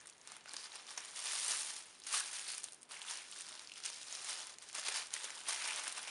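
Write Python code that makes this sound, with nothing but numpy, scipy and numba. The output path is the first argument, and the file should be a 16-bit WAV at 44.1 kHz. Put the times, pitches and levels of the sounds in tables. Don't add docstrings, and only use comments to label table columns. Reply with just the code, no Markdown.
import sys
import numpy as np
from scipy import signal
from scipy.fft import rfft, irfft, next_fast_len
from scipy.io import wavfile
from scipy.ndimage import uniform_filter1d
from numba import njit

SR = 44100
rng = np.random.default_rng(int(sys.argv[2]) if len(sys.argv) > 2 else 0)


def pcm_store(signal):
    levels = np.round(np.clip(np.atleast_2d(signal), -1, 1) * 32767)
    wavfile.write(sys.argv[1], SR, levels.astype(np.int16).T)


def voltage_ratio(level):
    return 10 ** (np.asarray(level, float) / 20)


N = 268991

# (frequency [Hz], density [dB per Hz])
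FLOOR_SPECTRUM = [(15, -46), (25, -11), (381, 3.5), (518, 1.5), (1300, -1), (6280, -18.5), (7130, -20),
                  (7900, -9), (9200, -30), (11000, -20), (14300, -49), (22000, -120)]
# (frequency [Hz], gain [dB])
ROLL_OFF = [(10000, -2), (10600, -5.5), (11200, -12), (11700, -27.5), (12000, -55)]
# (frequency [Hz], density [dB per Hz])
PAPER_SPECTRUM = [(100, -39), (300, -19), (500, -11), (900, -3), (1200, -3), (2000, -4.5), (4500, -2.5),
                  (7000, 0.5), (9400, 8.5), (11000, 2), (14000, -4.5)]
FOLD_EDGES_HZ = [1500., 3500., 6500.]

# (time [s], top rms level [dB], patch frequency [Hz], low body re top [dB], length [ms])
SNAPS = [(0.2136, -52, 6760, -11.5, 1.2), (0.4576, -57, 2330, 11, 1.5), (0.4931, -36.5, 4900, -13, 0.45),
         (0.54, -44, 4130, 3.5, 2.1), (0.7547, -43, 9100, -2.5, 2.6), (0.9756, -35.5, 5870, -4.5, 3.6),
         (1.446, -32, 8870, -16, 1.7), (1.4814, -29.5, 8830, -16, 1.2), (1.509, -29, 9260, -13, 1.4),
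         (1.908, -50, 6080, -6, 1.1), (2.0372, -45, 5930, -21, 1.1), (2.068, -43, 7400, -17, 1.4),
         (2.58, -34.5, 8630, -15, 1.24), (2.6409, -31.5, 9200, -14.5, 1.5), (3.419, -37.5, 9500, -19, 1.1),
         (3.6964, -43, 2420, -19, 1.1), (4.585, -37.5, 7110, -8, 0.54), (4.782, -41, 6590, -1.5, 4.2),
         (4.887, -37.5, 9220, -2, 2.1), (5.1641, -39, 9350, -5, 1.9), (5.2422, -32, 6960, -10, 1.5),
         (5.486, -32.5, 9200, -12, 3.3), (5.643, -34.5, 5080, -10, 1.1), (5.924, -35, 9990, -19, 1.5)]
# (time [s], top rms level [dB], patch frequency [Hz], low body re top [dB])
SHEET_TICKS = [(0.058, -48, 8600, -7), (0.0713, -41.5, 8600, -19.5), (0.0775, -48, 8700, -6),
               (0.0895, -48, 5540, -5), (0.0981, -41.5, 8240, -24), (0.1803, -54, 7110, -3),
               (0.274, -40, 7940, -6.5), (0.319, -40, 8700, -3), (0.3662, -43.5, 9430, -4),
               (0.44, -52, 6290, -12.5), (0.5355, -37, 9520, -14), (0.5662, -31, 5300, -11.5),
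               (0.7296, -47, 6030, -11), (0.906, -42, 5600, -13), (1.0485, -39, 7540, -8),
               (1.258, -35, 6930, -5), (1.333, -30, 9430, -7), (1.3601, -32, 4260, -20),
               (1.5183, -27.5, 6500, -15), (1.6179, -32, 9820, -33), (1.789, -44, 9650, -19),
               (2, -46, 9500, -15.5), (2.198, -29, 9430, -21), (2.204, -28.5, 9560, -20),
               (2.502, -35, 8180, -20), (2.6847, -41.5, 3800, -12), (2.722, -42.5, 8500, -18),
               (2.745, -44, 9900, -21), (2.814, -52, 8960, -10), (2.8304, -43, 9100, -14)]
# (time [s], top rms level [dB], patch frequency [Hz], low body re top [dB])
BUNDLE_TICKS = [(3.0168, -35, 3010, -21), (3.027, -39, 8310, -18), (3.314, -39.5, 8400, -22),
                (3.332, -41.5, 4610, -10.5), (3.491, -44, 8790, -11), (3.5939, -36.5, 4000, -18),
                (3.62, -44, 9350, -37), (3.6732, -44, 5100, -17), (3.7183, -36, 2660, -17),
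                (3.7374, -42, 5170, -21), (3.7588, -43, 3005, -17), (3.7775, -39, 8350, -24),
                (3.8017, -42.5, 6420, -3), (3.8601, -33, 9400, -28), (3.9008, -37, 6940, -7),
                (4.0146, -37, 4570, -17), (4.1259, -35, 6000, -9.5), (4.151, -33.5, 5130, -18),
                (4.4697, -38, 8790, -15), (4.623, -40.5, 9300, -16), (4.6876, -38.5, 6260, -24),
                (4.75, -31, 9200, -12), (4.7959, -32.5, 9560, -7), (5.106, -44, 4090, -16),
                (5.1385, -29, 7400, -14), (5.3042, -39, 7100, -3), (5.7, -34, 2800, -27),
                (5.7605, -33.5, 8450, -21), (5.8788, -28, 9300, -11), (6.0288, -33.5, 8700, -20)]
# (time [s], top rms level [dB], patch frequency [Hz])
FAINT_TICKS = [(.0116, -50, 9100), (0.037, -62, 8480), (0.4785, -49, 4910), (.485, -45.5, 5700),
               (.51, -46, 4090), (0.5173, -46, 8570), (0.5307, -46, 9560), (0.7192, -45, 3830),
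               (0.8847, -50, 3400), (1.1123, -49, 9470), (1.8237, -47, 6800), (2.0192, -48, 3790),
               (2.314, -35, 9470), (2.486, -38, 4480), (2.6333, -38, 8700), (2.7319, -43, 9900),
               (3.3244, -40, 3140), (3.408, -37.5, 8660), (3.6005, -58, 8700), (3.649, -47, 4800),
               (4.0303, -41.5, 7110), (4.083, -41.5, 4820), (4.245, -36.5, 8350), (4.4155, -45, 6290),
               (4.4955, -40.5, 3180), (4.539, -41.5, 4350), (4.9426, -36, 5430), (5.0697, -40.5, 8740),
               (5.3498, -41, 9470), (5.4047, -39, 9390)]
# (time [s], peak level [dB], patch frequency [Hz])
RUSTLE_TICKS = [(0.0034, -45, 6240), (0.7864, -45, 4480), (0.832, -44, 4240), (0.8673, -36.5, 5380),
                (0.8874, -45, 3300), (0.898, -37, 5590), (0.943, -42, 3780), (1.0044, -37, 6410),
                (1.0564, -34, 9240), (1.0874, -45, 5120), (1.1254, -46, 3630), (1.1518, -39, 8880),
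                (1.1703, -33, 8670), (1.192, -29, 9020), (1.4165, -28, 9400), (1.5696, -24, 8950),
                (1.737, -30.5, 9200), (1.7634, -36, 5840), (2.073, -30, 8770), (2.0857, -32, 9600),
                (2.127, -25, 9350), (2.141, -21, 9200), (2.284, -35, 9690), (2.3316, -32, 9080),
                (2.3944, -31.5, 7420), (2.413, -29, 10000), (2.4744, -37, 4300), (2.518, -29, 9780),
                (2.82, -43, 8780), (2.8973, -43, 9530), (2.918, -35, 3590), (2.9731, -38, 5670),
                (3.0495, -38, 6160), (3.0879, -32, 4790), (3.1101, -27.5, 6960), (3.1557, -32, 9340),
                (3.1734, -31, 9690), (3.575, -47, 3920), (3.8377, -30, 4480), (3.931, -32, 4760),
                (4.271, -32, 9870), (4.2946, -26.5, 8480), (4.7292, -33, 8930), (4.8164, -35, 6370),
                (4.8367, -32, 4320), (4.8524, -33, 4670), (4.9177, -33, 4140), (4.9684, -25, 9260),
                (4.981, -29, 5710), (4.9964, -31, 4450), (5.026, -34, 3210), (5.2238, -32, 3890),
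                (5.3897, -35, 9390), (5.676, -29, 9310), (5.8373, -28, 9600), (5.8944, -32, 5190),
                (5.9924, -32, 3710),
                (0.82, -43, 9500), (1.040, -43, 6000), (4.3, -36, 7070), (5.1395, -24, 9300),
              (5.144, -38, 8200), (5.7, -37, 7200), (5.196, -35, 8700), (2.278, -41, 5000),
              (2.176, -30, 9300), (5.622, -34, 9000), (5.687, -32, 9300), (5.708, -29, 9900),
              (.709, -46, 8800),
                (1.2004, -31, 9010), (1.2714, -31, 4690), (1.3194, -26, 8700), (1.3874, -29, 5650),
               (1.3974, -28, 9560), (1.4624, -25, 8720), (1.5474, -26, 8710), (1.5954, -27, 9750),
               (1.6474, -30, 9790), (1.6614, -30, 8720), (1.7044, -36, 3000), (3.3867, -33, 8620),
               (3.5758, -38, 3920), (3.8541, -27, 7360), (3.8834, -32, 4080), (3.8914, -33, 6830),
               (3.9424, -34, 4750), (3.9604, -38, 5230), (4.1894, -37, 5420), (4.3064, -31, 5610),
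               (4.3394, -34, 3360), (4.3924, -34, 4240), (4.6394, -41, 8590), (5.5344, -32, 9220)]
# (time [s], peak level [dB], fold frequency [Hz])
POPS = [(0.011, -48, 1780), (0.056, -50, 1860), (0.231, -54, 1480), (0.267, -48, 3290), (0.299, -40, 4220),
        (0.477, -39, 1460), (0.886, -44, 2090), (0.95, -45, 3750), (0.977, -35, 2560), (1.157, -40, 4700),
        (1.254, -31, 4340), (1.27, -31, 3520), (1.506, -33, 4580), (1.621, -40, 2220), (1.671, -41, 3710),
        (2.067, -38, 3040), (2.121, -34, 4360), (2.139, -30, 1180), (2.209, -32, 1570), (2.327, -39, 1500),
        (2.909, -43, 1030), (2.94, -36, 2800), (2.966, -37, 2260), (3.017, -38, 3140), (3.049, -43, 1480),
        (3.084, -34, 3320), (3.525, -35.5, 4030), (4.335, -36, 3360), (4.829, -36, 1450),
        (4.868, -32, 4460), (4.886, -37, 3610), (4.962, -32, 4460), (5.138, -34, 3400), (5.164, -33, 2000),
        (5.21, -36, 3430), (5.366, -43, 894), (5.467, -30, 2970), (5.611, -36, 2340), (5.657, -31, 1960),
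        (5.684, -32, 2610), (5.707, -44, 2370), (5.859, -35, 2080), (5.973, -34, 2670), (6.076, -40, 1800)]

# (peak time [s], rustle level [dB], rise [ms], fall [ms], coarseness [dB])
SHEET_STROKES = [(.03, -61.5, 120, 220, 5.5), (.323, -55.5, 106, 103, 2), (.49, -55.5, 30, 200, 3),
                 (.655, -51, 123, 25, -4.5), (.765, -52, 87, 102, -0.5), (.887, -51, 17, 25, -1),
                 (.908, -49.5, 15, 55, -1.5), (0.981, -53, 27, 240, 6.5), (1.1, -54.5, 150, 110, -4.5),
                 (1.155, -51, 11, 30, -4), (1.173, -44, 8, 85, -3.5), (1.27, -41.5, 54, 430, -3.5),
                 (1.41, -43, 220, 130, -8), (1.517, -38.5, 120, 74, -1.5), (1.61, -42.5, 100, 82, -8),
                 (1.7, -48.6, 83, 100, -1.5), (1.778, -49.6, 120, 50, -6.5), (1.87, -67, 70, 200, 1),
                 (2.042, -54, 7, 45, -3.5), (2.07, -44.5, 6, 25, -3), (2.09, -43, 10, 60, -4),
                 (2.127, -38, 14, 30, -8), (2.146, -33.5, 28, 32, -5.5), (2.175, -37, 23, 54, -4.5),
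                 (2.22, -50, 60, 80, 2), (2.28, -45.5, 45, 59, -2), (2.335, -43, 13, 150, -1),
                 (2.493, -43.5, 34, 100, -2), (2.575, -49, 110, 42, -5), (2.642, -52.5, 26, 71, -1),
                 (2.74, -63.5, 100, 130, 0)]
# (peak time [s], rustle level [dB], rise [ms], fall [ms], coarseness [dB])
BUNDLE_STROKES = [(2.912, -50.5, 17, 350, 3), (3.1, -42, 31, 74, -2.5), (3.17, -49, 35, 93, 1.5),
                  (3.412, -50.5, 170, 160, -7), (3.53, -54.5, 120, 260, -3.5), (3.777, -51.5, 24, 50, -0.5),
                  (3.857, -43, 26, 60, -4.5), (3.945, -50.5, 37, 240, -5), (4.127, -47.5, 67, 165, -5.5),
                  (4.302, -43, 86, 140, -5), (4.42, -50.5, 40, 50, -3), (4.5, -53.5, 50, 55, -2.5),
                  (4.625, -55, 36, 66, -3.5), (4.69, -54, 30, 50, -4), (4.753, -44, 16, 140, -0.5),
                  (4.856, -42.5, 13, 40, -2), (4.882, -38.5, 30, 39, 0), (4.918, -46, 20, 28, 2),
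                  (4.945, -39, 10, 44, -1), (4.975, -41.5, 34, 77, -1), (5.149, -45.5, 37, 110, 0),
                  (5.248, -46.5, 42, 58, -0.5), (5.36, -51.5, 180, 460, 0.5), (5.491, -38, 21, 90, -1.5),
                  (5.56, -46.5, 50, 66, -1), (5.62, -43, 34, 35, -1), (5.645, -43.5, 11, 29, -3),
                  (5.68, -40, 25, 27, -2), (5.705, -42.5, 14, 50, -1.5), (5.79, -42.5, 83, 70, 0.5),
                  (5.875, -43.5, 44, 74, -1), (5.975, -44, 33, 50, -1), (6.04, -49, 60, 67, -0.5),
                  (6.078, -47.5, 13, 52, 0.5)]
# (time [s], level [dB])
TAUTNESS = [(0, 1), (.1, 6.5), (.45, -8), (.62, -1.5), (.78, -10), (.95, 1), (1.29, -2.5), (1.47, 3),
            (1.899, -2.5), (2.15, -0.5), (2.36, 3), (2.56, -0.5), (2.68, 4), (3.4, -6), (3.73, -5),
            (4.2, -5), (5.4, -1), (6.1, -2)]
# (time [s], level [dB])
LIFT = [(0, -1), (.8, 2), (1.3, -0.5), (2.1, -1), (2.55, -4.5), (2.85, 2.5), (3.2, -5), (3.55, 5),
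        (3.8, -4), (4.3, 3), (5.2, -1.5), (6.1, 3.5)]
# (start [s], end [s], resonance [Hz], boost [dB])
POCKETS = [(0.567, 0.659, 5000, 7), (0.975, 1.04, 2430, 4), (2.118, 2.212, 1160, 4.5),
           (2.12, 2.215, 1580, 3), (4.858, 4.91, 4600, 4.5), (4.94, 5.026, 4560, 3),
           (5.693, 5.742, 2400, 6), (5.85, 5.885, 2080, 3), (2.47, 2.54, 4500, 5.5), (3.08, 3.143, 1000, 7),
           (5.61, 5.71, 2290, 5), (6.047, 6.1, 2380, 6.5)]

FLOOR_DB = -68
ROOM_T60_S, ROOM_DB = 0.29, -6
NOTCH_HZ, NOTCH_WIDTH_HZ, NOTCH_DB = 7890, 260, -6
STRAY_DB, STRAY_FOLLOWS, STRAY_SCATTER_DB = -46.5, 0.8, 3.5
STRAY_BODY_DB, STRAY_LOW_HZ, STRAY_TOP_HZ = -14.5, 3160, 10500
PEAK_OVER_RMS_DB = 8
POP_MS, POP_WIDTH_SHARE = 2.15, 0.14
STROKE_ROUNDNESS, STROKE_END = 1.17, 0.042
REST_DB, REST_COARSENESS_DB = -79, 14
BIG_FOLD_DB, BIG_SHARE, BROAD_SHARE = -6, 1.06, 0.97


def unit(x):
    return x / np.sqrt(np.mean(x ** 2))


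def shape(x, gain_of_hz):
    size = next_fast_len(len(x) + 4096)
    hz = np.arange(size // 2 + 1) * SR / size + 1
    return irfft(rfft(x, size) * gain_of_hz(hz), size)[:len(x)]


def colour(x, table):
    hz, db = np.transpose(table)
    return shape(x, lambda f: voltage_ratio(np.interp(np.log(f), np.log(hz), db)))


def curve(table):
    return np.interp(np.arange(N) / SR, *np.transpose(table))


def room_floor():
    return voltage_ratio(FLOOR_DB) * unit(colour(rng.standard_normal(N), FLOOR_SPECTRUM))


def room(x):
    t = np.arange(SR // 2) / SR
    tail = rng.standard_normal(len(t)) * voltage_ratio(-60 * t / ROOM_T60_S)
    tail *= t > .003
    wet = signal.fftconvolve(x, tail / np.linalg.norm(tail))[:N]
    return voltage_ratio(ROOM_DB) * shape(wet, lambda f: 1 / (1 + (f / 3700.0) ** 2))


@njit
def buckle(start, size, hz, width, length, ring, noise):
    out = np.zeros(len(noise))
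    for k in range(len(start)):
        radius = np.exp(-np.pi * width[k] / SR)
        pole = radius * np.exp(2j * np.pi * hz[k] / SR)
        boost = ring * np.sqrt(2 * (1 - radius * radius))
        fade, rise = np.exp(-1 / length[k]), np.exp(-8 / length[k])
        falling, rising = size[k], size[k]
        z = 0j
        for i in range(start[k], min(start[k] + int(6 * length[k]) + 60, len(out))):
            falling, rising = falling * fade, rising * rise
            push = (falling - rising) * noise[(i + 7919 * k) % len(noise)]
            z = z * pole + push
            out[i] += (1 - ring) * push + boost * z.real
    return out


def pops():
    s, db, hz = np.transpose(POPS)
    start = (s * SR).astype(np.int64)
    length = np.full(len(s), POP_MS * SR / 1000)
    tearing = np.sign(rng.standard_normal(N))
    flip = buckle(start, voltage_ratio(db - 0.2), hz, POP_WIDTH_SHARE * hz, length, 0.78, tearing)
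    return shape(flip, lambda f: 1 / (1 + (580.0 / f) ** 4 + (f / 4200.0) ** 4))


def hands():
    t = np.arange(0, N / SR + .002, .002)
    strokes = np.transpose(SHEET_STROKES + BUNDLE_STROKES)[:, :, None]
    s, db, rise_ms, fall_ms, coarse_db = strokes
    away = 1000 * np.abs(t - s) / np.where(t < s, rise_ms, fall_ms)
    power = voltage_ratio(2 * (db - 10 * (away ** STROKE_ROUNDNESS + STROKE_END * away ** 4)))
    rest = voltage_ratio(2 * REST_DB)
    total = power.sum(axis=0) + rest
    coarse = ((power * coarse_db).sum(axis=0) + rest * REST_COARSENESS_DB) / total
    return [np.interp(np.arange(N) / SR, t, x) for x in (10 * np.log10(total), coarse)]


def strays(count):
    chance = rng.random((count, 4)).T
    s = chance[0] * (N - 1) / SR
    effort_db = hands()[0][(s * SR).astype(int)]
    scatter_db = STRAY_SCATTER_DB * np.minimum(-np.log(chance[1] + 1e-9), 2)
    db = STRAY_DB + STRAY_FOLLOWS * (effort_db + 50) + scatter_db
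    hz = STRAY_LOW_HZ * (STRAY_TOP_HZ / STRAY_LOW_HZ) ** np.sqrt(chance[2])
    return list(zip(s, db, hz, STRAY_BODY_DB + 14 * (chance[3] - .5)))


def snaps():
    peaks = RUSTLE_TICKS
    ticks = SHEET_TICKS + BUNDLE_TICKS + [(*faint, STRAY_BODY_DB) for faint in FAINT_TICKS]
    ticks = ticks + [(s, db - PEAK_OVER_RMS_DB, hz, STRAY_BODY_DB) for s, db, hz in peaks]
    ticks = ticks + strays(count=60)
    s, db, hz, body_db, ms = np.transpose(SNAPS + [(*tick, .9) for tick in ticks])
    length = ms * SR / 1000
    start = (s * SR).astype(np.int64)
    tearing = np.sign(rng.standard_normal((2, N)))
    crack = buckle(start, voltage_ratio(db + 7), hz, .2 * hz, 1.1 * length, .7, tearing[0])
    settle = buckle(start, voltage_ratio(db - 5.5), hz, hz / 2, 5.5 * length, 0.52, rng.standard_normal(N))
    flap_hz, flap_width_hz = np.full(len(s), 1300.), np.full(len(s), 1200.)
    flap = buckle(start, voltage_ratio(db + body_db + 4.0), flap_hz, flap_width_hz, 1.82 * length, 0.6, tearing[1])
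    bright = shape(crack + settle, lambda f: 1 / (1 + (2500.0 / f) ** 4 + (f / 11540.0) ** 14))
    return bright + shape(flap, lambda f: 1 / (1 + (296.0 / f) ** 4))


def walk(rate):
    k = int(SR / rate)
    held = np.repeat(rng.standard_normal(N // k + 1), k)
    return unit(uniform_filter1d(held, k)[:N])


def finger_slide():
    return voltage_ratio(-6.5) * unit(rng.standard_normal(N) * voltage_ratio(2.5 * walk(45)))


def flurries(rate, fade_ms):
    jolts = rng.exponential(size=N) * (rng.random(N) < rate / SR)
    x = signal.lfilter([1], [1, -np.exp(-1000 / (fade_ms * SR))], jolts)
    return np.minimum(unit(x - x.mean()), 2.5)


def creases(count, scatter_db, biggest_db, cluster_db, low_hz, top_hz, length_ms, ring):
    chance = rng.random((count, 4)).T
    start = (chance[0] * N).astype(np.int64)
    cluster = cluster_db * flurries(70, fade_ms=2.8)[start]
    size = voltage_ratio(np.minimum(-scatter_db * np.log(chance[1] + 1e-9), biggest_db) + cluster)
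    hz = low_hz * (top_hz / low_hz) ** (chance[2] ** 0.384)
    length = length_ms * SR / 1000 * (0.44 + 1.7 * chance[3])
    return unit(buckle(start, size, hz, 300 + 0.06 * hz, length, ring, rng.standard_normal(N)))


def pockets(x):
    t = np.arange(N) / SR
    out = x.copy()
    for t0, t1, hz, boost_db in POCKETS:
        held = np.interp(t, [t0 - .01, t0, t1, t1 + .01], [0, 1, 1, 0])
        out += signal.lfilter(*signal.iirpeak(hz, 7.0, fs=SR), x * held * (voltage_ratio(boost_db) - 1))
    return out


def rustle():
    effort_db, coarse_db = hands()
    big_db = BIG_FOLD_DB + BIG_SHARE * coarse_db + curve(LIFT)
    broad_db = BROAD_SHARE * coarse_db
    fine_db = curve(TAUTNESS)
    middle_db = effort_db - 10 * np.log10(1 + voltage_ratio(2 * broad_db) + voltage_ratio(2 * fine_db))
    shower = creases(count=16000, scatter_db=2.5, biggest_db=9.5, cluster_db=1.1,
                     low_hz=1000., top_hz=11170.0, length_ms=0.63, ring=0.35)
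    sheet = colour(shower + finger_slide(), PAPER_SPECTRUM)
    big, broad, middle = (shape(sheet, lambda f: 1 / (1 + (f / edge) ** 6)) for edge in FOLD_EDGES_HZ)
    folds = [(big, big_db - 0.5), (broad - big, broad_db - .8),
             (middle - broad, -.3), (sheet - middle, fine_db + 0.2)]
    return sum(unit(x) * voltage_ratio(middle_db + more_db) for x, more_db in folds)


def scene():
    paper = pockets(rustle()) + snaps() + pops()
    return (paper + room(paper) + room_floor())[None]


def roll_off(x):
    return signal.sosfilt(signal.butter(12, 11840, fs=SR, output="sos"), x)


def record(dry):
    port = shape(dry[0], lambda f: voltage_ratio(NOTCH_DB * np.exp(-((f - NOTCH_HZ) / NOTCH_WIDTH_HZ) ** 2)))
    return roll_off(colour(port, ROLL_OFF)[None])


dry = scene()
out = record(dry)
pcm_store(out)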